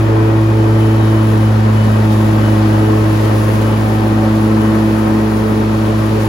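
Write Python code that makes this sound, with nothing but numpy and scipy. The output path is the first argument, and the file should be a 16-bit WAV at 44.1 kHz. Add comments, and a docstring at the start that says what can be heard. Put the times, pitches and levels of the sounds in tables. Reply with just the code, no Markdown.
"""Three mower blades drone and beat against each other while air roars under the deck, heard from the seat.
Blade harmonics make the drone, shaped noise the roar and the thuds of clippings; a V-twin adds tones and clatter.
Two hydraulic pumps whine faintly and squeal at times, a narrow hiss dies away early,
and cut stalks fizz and tick in bright noise. Blades, engine and pumps all follow one belt speed."""
import sys
import numpy as np
from scipy import signal
from scipy.fft import rfft, irfft
from scipy.io import wavfile

SR = 44100
rng = np.random.default_rng(int(sys.argv[2]) if len(sys.argv) > 2 else 0)


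def int16_out(signal):
    """Quantize to a 16-bit WAV file."""
    q = np.round(np.clip(np.atleast_2d(signal).T, -1, 1) * 32767)
    wavfile.write(sys.argv[1], SR, q.astype(np.int16))


N = 276948
TIME = np.arange(N) / SR  # s
FREQS = np.maximum(np.arange(N // 2 + 1) * SR / N, 1)  # Hz, kept above 0 for the log axis


def undb(db):
    """Decibels to gain."""
    return 10 ** (np.asarray(db) / 20)


def curves(table):
    """Each column of a table, joined by straight lines in time."""
    time_s, *columns = np.transpose(table)
    return [np.interp(TIME, time_s, column) for column in columns]


def at(table, hz):
    """A spectrum read on a log-frequency axis."""
    table_hz, value = np.transpose(table)
    return np.interp(np.log(hz), np.log(table_hz), value)


def walk(rate):
    """Smooth random drift that eases to a new value `rate` times a second, 150 at most."""
    knots = rng.standard_normal(1024)
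    place = TIME * min(rate, 150)
    k = place.astype(int)
    ease = (1 - np.cos(np.pi * (place - k))) / 2
    return knots[k] + ease * (knots[k + 1] - knots[k])


def throb(turns, depth):
    """A swell once a turn."""
    return 1 + depth * np.cos(2 * np.pi * turns)


def swells(table, multiple):
    """Gain of one harmonic that swells, holds and lets go at the listed times."""
    attack_s, release_s = 0.045, 0.065
    gain = np.zeros(N)
    for start_s, length_s, k, level_db in table:
        if round(k) == round(multiple):
            rise = (TIME - start_s) / attack_s
            fall = 1 - (TIME - start_s - length_s) / release_s
            gain = gain + undb(level_db) * np.clip(np.minimum(rise, fall), 0, 1)
    return gain


def colour(x, spectrum, band):
    """Give sound a spectrum, with rms 1 inside the band (Hz)."""
    shaped = rfft(x) * undb(at(spectrum, FREQS))
    inside = shaped[..., (FREQS > band[0]) & (FREQS < band[1])]
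    rms = np.sqrt(2 * np.mean(np.sum(abs(inside) ** 2, axis=-1))) / N
    return irfft(shaped, N) / rms


def spread(mid, side, hz):
    """Place spectra in stereo: likeness and balance of left and right depend on frequency."""
    # likeness of left and right: pitch_hz, correlation (0-1)
    likeness = [(60, 0.95), (170, 0.77), (300, 0.85), (450, 0.46), (650, 0.15), (1000, 0.0023),
                (3000, 0.04), (4500, 0.48), (5700, 0), (6800, 1), (9000, 0)]
    # balance: pitch_hz, left_minus_right_db
    tilt = [(100, 2.5), (200, 7.5), (380, -1), (700, -1.5), (1290, 4.5), (2380, 4.5), (4400, 4.5),
            (8000, 4.5)]
    alike = np.clip(at(likeness, hz), -.999, .999)
    half_tilt_db = at(tilt, hz) / 2
    mid = mid * np.sqrt((1 + alike) / 2)
    side = side * np.sqrt((1 - alike) / 2)
    return np.array([(mid + side) * undb(half_tilt_db), (mid - side) * undb(-half_tilt_db)])


def tones(turns, multiples, db):
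    """Harmonics of a turning shaft: one period is built, then read at the shaft's angle."""
    size = 4096  # samples in the period
    k = np.rint(multiples).astype(int)
    chance = rng.random((len(k), 2))
    mid = undb(db) * np.exp(2j * np.pi * chance[:, 0]) * size / np.sqrt(2)
    side = 1j * mid * np.sign(chance[:, 1] - .5)
    mean_hz = turns[-1] / TIME[-1]
    period = np.zeros((2, size // 2 + 1), complex)
    period[:, k] = spread(mid, side, k * mean_hz)
    place = turns % 1 * size
    # the first sample is repeated at the end to close the loop
    return np.array([np.interp(place, np.arange(size + 1), np.append(p, p[0])) for p in irfft(period)])


def panels(hz):
    """Ringing sheet metal of deck and covers: gain of its resonances at each frequency."""
    # resonances: pitch_hz, width_hz, lift_db (each taken alone)
    resonances = [(568, 13, 5.5), (863, 12, 3.5), (1067, 94, 3), (1276, 28, 1.5), (1556, 32, 5),
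                  (1917, 33, 5.5), (2300, 45, 0), (2500, 100, -1.5), (3124, 67, 5), (3400, 48, 7),
                  (3670, 45, -2), (5170, 130, 5), (5770, 270, 8.5)]
    return 1 + sum((undb(lift_db) - 1) / (1 + (2 * (hz - pitch_hz) / width_hz) ** 2)
                   for pitch_hz, width_hz, lift_db in resonances)


def air(shift_db=0.37):
    """Turbulence: stereo noise coloured by the panels, in seven bands that swell and sink on their own."""
    sound = spread(*rfft(rng.standard_normal((2, N))) * panels(FREQS), FREQS)
    place = np.clip(1.5 * np.log2(FREQS / 300), 0, 6)  # overlapping bands, 2/3 octave apart
    return sum(irfft(sound * np.maximum(1 - abs(place - k), 0), N) * undb(shift_db * walk(3.08))
               for k in range(7))


def valve():
    """A narrow hiss, likely oil through a valve: noise in one resonance that dies away early."""
    # time_s, level_db
    valve_level = [(0, -44), (0.35, -43), (0.7, -51), (1.2, -77)]
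    pitch_hz, width_hz = 2460, 130
    ring = 1 / (1 + (2 * (FREQS - pitch_hz) / width_hz) ** 2)
    hiss = irfft(spread(*rfft(rng.standard_normal((2, N))), FREQS) * ring, N)
    return hiss / hiss.std() * undb(curves(valve_level)[0])


def pumps(passes, hunt=0.04, ripple=0.011, waver_db=2.5, second_db=-8):
    """Two piston pumps, one for each drive wheel, whine at nearly the same speed; the loaded one squeals."""
    # piston strokes per blade pass: loaded pump, other pump
    pistons_per_pass = (3.472, 3.485)
    # faint whine: multiple of the piston rate, level_db before the waver
    pump_tones = [(5, -53.5), (6, -63), (8, -54), (9, -59), (10, -55)]
    # squeals under a steering push: start_s, length_s, multiple of the piston rate, level_db
    squeals = [(0.56, 0.73, 8, -48), (0.76, 0.11, 8, -49), (1.0, 0.2, 8, -55), (0.98, 0.11, 10, -48),
               (1.38, 0.072, 8, -46), (1.73, 0.088, 8, -42), (1.87, 0.1, 8, -50), (2.06, 0.13, 10, -50),
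               (2.41, 0.09, 8, -41.5), (2.53, 0.47, 10, -60), (2.69, 0.19, 8, -47), (3.57, 0.17, 8, -45),
               (4.59, 0.1, 8, -46)]
    # slow hunting and fast pressure ripple, in strokes, roughen both pumps
    loaded, other = (passes * ratio + hunt * walk(9.1) + ripple * walk(90) for ratio in pistons_per_pass)
    whine = 0
    for k, level_db in pump_tones:
        gain = undb(level_db + waver_db * walk(20)) + swells(squeals, k)
        whine = whine + tones(loaded, [k], [0]) * gain
    return whine + tones(other, *np.transpose(pump_tones)) * undb(second_db + waver_db * walk(20))


def tufts():
    """Tough tufts going through the blades: short swishes of shaped noise above the steady hiss."""
    # start_s, length_s, level_db
    cuts = [(1.835, 0.015, -38), (2.115, 0.02, -40), (3.15, 0.13, -40.5), (3.535, 0.02, -38),
            (3.61, 0.018, -37.5), (4.35, 0.02, -41), (6.2, 0.02, -38.5)]
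    # colour of the swish: pitch_hz, relative density_db (per Hz)
    swish = [(1000, -20), (3500, 1), (6500, -4), (8300, -8), (11000, -4), (16000, -14)]
    attack_s, release_s = 0.0056, 0.017
    gain = 0
    for start_s, length_s, level_db in cuts:
        rise = (TIME - start_s) / attack_s
        fall = 1 - (TIME - start_s - length_s) / release_s
        gain = gain + undb(level_db) * np.clip(np.minimum(rise, fall), 0, 1)
    return colour(rng.standard_normal((2, N)), swish, band=(3000, 12000)) * gain


def grass(cycles, ticks_per_s=600, size_db=3.6, ticks_db=-5.0, patchy_db=1.06, scatter_db=-11,
          port_lag_s=0.0001826):
    """Stalks snap and strike the deck: dense ticks in a hiss that reaches the left side first."""
    # colour of cut stalks: pitch_hz, relative density_db (per Hz)
    stalks = [(2000, -3), (5000, -1.5), (7000, -2), (8300, 2), (10000, 1.5), (12000, 0), (13500, 2),
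              (15000, -4.5), (16000, -3)]
    chance, size = rng.random(N), rng.exponential(size=N)
    ticks = (chance < ticks_per_s / SR) * undb(size_db * np.minimum(size, 5))
    burst = rng.standard_normal(128) * np.exp(-np.arange(128) / 30)  # one tick, decay in samples
    ticks = signal.fftconvolve(ticks, burst)[:N]
    fizz = rng.standard_normal(N) + undb(ticks_db) * ticks / ticks.std()
    late = irfft(rfft(fizz) * np.exp(-2j * np.pi * FREQS * port_lag_s), N)
    both = np.array([fizz, late]) + undb(scatter_db) * rng.standard_normal((2, N))
    both = both * undb(patchy_db * walk(16)) * throb(2 * cycles, depth=0.015)
    return colour(both, stalks, band=(9000, 12000))


def thuds(size_db=2.0, clump_decay_s=0.0056):
    """Clumps of clippings hit the deck in short dull bursts: many small at random, a few big ones listed."""
    # dull colour: pitch_hz, relative density_db (per Hz)
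    thud = [(300, -19), (550, 5), (1050, -1.5), (1800, -13), (3000, -21), (8000, -58)]
    # big clumps that stand out: start_s, level_db
    clumps = [(1.011, -21), (1.664, -20), (1.806, -18), (2.361, -19), (2.479, -22), (2.66, -19),
              (3.482, -18), (3.694, -21), (4.57, -21), (5.07, -19)]
    small_db, hits_per_s, small_decay_s = -35, 34, 0.0082
    hits = (rng.random(N) < hits_per_s / SR) * undb(size_db * np.clip(rng.standard_normal(N), -2, 2))
    bursts = signal.lfilter([1], [1, -np.exp(-1 / (small_decay_s * SR))], hits)
    bursts = bursts / np.sqrt(np.mean(bursts ** 2)) * undb(small_db)
    for start_s, level_db in clumps:
        decay = np.exp(-abs(TIME - start_s) / clump_decay_s)
        bursts = bursts + undb(level_db) * (TIME >= start_s) * decay
    noise = rng.standard_normal((2, N)) * bursts
    rattle = irfft(spread(*rfft(noise) * panels(FREQS), FREQS), N)
    return colour(rattle, thud, band=(480, 1400)) * np.sqrt(np.mean(bursts ** 2))


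def clatter(cycles, firing_depth=0.044, cycle_depth=0.049):
    """Valve gear and cooling air: shaped noise that throbs in time with the crank."""
    # engine covers and cooling air: pitch_hz, relative density_db (per Hz)
    covers = [(500, -28), (1200, -4), (1900, 0), (2500, 3.5), (3300, -5), (4200, -5), (4700, -6.5),
              (5400, -13), (6400, -16), (7500, -12), (10000, -64), (16000, -43)]
    beat = throb(2 * cycles, firing_depth) * throb(cycles, cycle_depth)
    return colour(air() * beat, covers, band=(2000, 6000))


def engine(cycles, wobble=0.0015, uneven_db=0.5):
    """Every four-stroke cycle repeats the same exhaust beats and knocks, a little unevenly."""
    # strong tones: multiple of the four-stroke cycle, level_db before the unevenness
    engine_tones = [(1, -57), (2, -27), (3, -39), (5, -37.5), (8, -41), (9, -38.5), (10, -39.5), (13, -36),
                    (18, -34.5), (24, -42), (26, -43), (30, -48.5), (31, -42.5), (36, -45), (41, -42),
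                    (48, -48), (53, -52), (61, -45), (62, -55)]
    # comb of weak tones between them: pitch_hz, level_db (per tone)
    engine_comb = [(100, -42), (400, -39.5), (800, -53.5), (1200, -47.5), (1700, -55.5), (2600, -70)]
    strong, strong_db = np.transpose(engine_tones)
    weak = np.setdiff1d(np.arange(4, 90), np.rint(strong))
    weak_db = at(engine_comb, weak * cycles[-1] / TIME[-1])
    angle = cycles + wobble * walk(14)
    return tones(angle, strong, strong_db) * undb(uneven_db * walk(29)) + tones(angle, weak, weak_db)


def deck(passes, cycles, chop_depth=0.063, firing_depth=0.04, swirl_db=1.0):
    """Air whirls under the deck, chopped by every blade pass and shaken by the firings."""
    # air in the deck: pitch_hz, relative density_db (per Hz)
    roar = [(20, -10), (40, -26), (65, -9), (110, -1.5), (200, 2), (330, 4), (450, -0.5), (560, 0.5),
            (720, -4.5), (900, -2), (1400, -11), (1850, -13), (2400, -29), (6000, -55)]
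    chopped = air() * throb(passes, chop_depth) * throb(2 * cycles, firing_depth)
    return colour(chopped * undb(swirl_db * walk(40)), roar, band=(480, 1400))


def blades(passes, slipped, flutter_db=0.26, drift=0.0072, slip=0.049, buffet_db=3.5, port_lag=0.0035,
           buzz_db=-5.5, flare_slip=0.014, ragged_db=2.5):
    """Pressure pulses as each blade tip passes; one spindle slips on the belt, so harmonic k beats k times as fast."""
    # drone, a row per harmonic from the first: relative level_db, slipping share (0-1), in_step_s, drift_db_per_s
    drone_rows = [(-12.0, 0.19, 1.88, -0.48), (-21, 0.45, 1.9, 0.8), (-20.5, 0.39, 2.713, 0.1)]
    # level of the drone harmonics: time_s, first_db, second_db, third_db (added to the rows above)
    hum_level = [(0, -0.5, 0, 1), (0.75, 0.7, 0.5, 0), (1.35, 0.1, 0.2, 0), (1.5, 0.4, -1, -2.5),
                 (1.92, 0.5, -0.5, -5), (2.05, -0.5, -0.5, 0.5), (2.7, 0, 1.5, -1), (3.3, 1, 1, 1.5),
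                 (3.8, 0.8, -1, -1.5), (4.5, 0.5, -1, -0.5), (5.25, -3, -1, 1.5), (5.75, -1, 0.2, 2),
                 (6.2, -0.5, 1.5, -2.5)]
    # upper harmonics: multiple of the blade-pass rate, relative level_db
    blade_buzz = [(4, -35), (5, -36.5), (6, -36.5), (7, -43), (8, -40), (10, -41.5), (12, -42.5), (14, -52)]
    # upper harmonics ring up in the deck: start_s, length_s, multiple of blade-pass rate, level_db before raggedness
    flare_rows = [(0.023, 0.24, 4, -25), (0.46, 0.55, 4, -28), (1.17, 0.18, 4, -29), (2.447, 0.1, 4, -26.5),
                  (2.78, 0.24, 4, -26), (3.05, 0.5, 5, -30), (3.3, 0.32, 4, -28.5), (3.76, 0.49, 7, -30.5),
                  (4.6, 0.24, 4, -29), (5.02, 0.62, 4, -28), (5.8, 0.1, 4, -28), (6.102, 0.077, 4, -23.5)]
    ports = passes + port_lag * np.array([[-.5], [.5]])  # left lags right, in passes
    drone = 0
    for k, (row, hum_db) in enumerate(zip(drone_rows, curves(hum_level)), 1):
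        level_db, share, in_step_s, db_per_s = row
        angle = k * (ports + (k - 1) * drift * walk(9.4))  # the higher harmonics wander more
        behind = k * (slipped - np.interp(in_step_s, TIME, slipped))
        pair = np.sin(2 * np.pi * angle) + share * np.sin(2 * np.pi * (angle - behind))
        swell_db = db_per_s * TIME + hum_db
        drone = drone - np.sqrt(2) * undb(level_db + swell_db + k * flutter_db * walk(20)) * pair
    # three copies, each wandering and buffeted on its own
    buzz = sum(tones(passes + slip * walk(4), *np.transpose(blade_buzz)) * undb(buffet_db * walk(28))
               for _ in range(3))
    flaring = sorted({round(row[2]) for row in flare_rows})
    flares = sum(tones(passes + flare_slip * walk(22), [k], [0]) * swells(flare_rows, k) for k in flaring)
    flares = flares * undb(ragged_db * walk(30))
    return drone * undb([[-.25], [.25]]) + buzz * undb(buzz_db) + flares


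def scene():
    """One belt ties blades, engine and pumps together; the slip grows as speed sags, hiss and clatter follow the grass."""
    # governed speed, sagging in thicker grass: time_s, blade_pass_hz
    speed = [(0.0, 110.0), (0.8, 109.8), (1.5, 108.4), (2.75, 107.3), (3.3, 107.9), (4.5, 108.6),
             (5.3, 108.25), (6.28, 108.2)]
    # flow of grass through the deck: time_s, level_db (above the usual)
    load = [(0, -3.5), (0.5, -3), (0.95, -0.5), (1.6, -1.4), (2.45, 0.9), (2.9, 0.5), (3.25, 2),
            (4.2, -0.5), (5.6, -0.9), (6.28, 0.5)]
    # level of the deck roar: time_s, level_db
    roar_level = [(0, -24.5), (1.6, -24.5), (2.1, -24), (2.45, -23.5), (3.4, -23.5), (4.2, -23.5),
                  (5.6, -25), (6.28, -25)]
    cycles_per_pass = 1 / 3.713  # four-stroke cycles per blade pass
    slip_hz, slip_per_sag = .16, 0.038  # lag of one spindle; Hz more for each Hz below the mean speed
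    hiss_db = -45  # at the usual flow; follows the flow dB for dB
    clatter_db, clatter_per_load = -34.5, 0.62  # at the usual flow; dB per dB of flow
    pass_hz, = curves(speed)
    load_db, = curves(load)
    roar_db, = curves(roar_level)
    passes = np.cumsum(pass_hz) / SR
    slipped = np.cumsum(slip_hz + slip_per_sag * (pass_hz.mean() - pass_hz)) / SR
    cycles = passes * cycles_per_pass
    return (valve() + pumps(passes) + tufts()
            + grass(cycles) * undb(hiss_db + load_db)
            + thuds()
            + clatter(cycles) * undb(clatter_db + clatter_per_load * load_db)
            + engine(cycles)
            + deck(passes, cycles) * undb(roar_db)
            + blades(passes, slipped))


def record(dry):
    """Round the highest peaks softly, then cut the extreme treble with a steep low-pass."""
    ceiling, top_hz = 0.96, 15800  # ceiling as a share of full scale
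    rounded = dry / (1 + abs(dry / ceiling) ** 10) ** (1 / 10)
    return signal.sosfilt(signal.ellip(8, .2, 70, top_hz, fs=SR, output="sos"), rounded)


dry = scene()
out = record(dry)
int16_out(out)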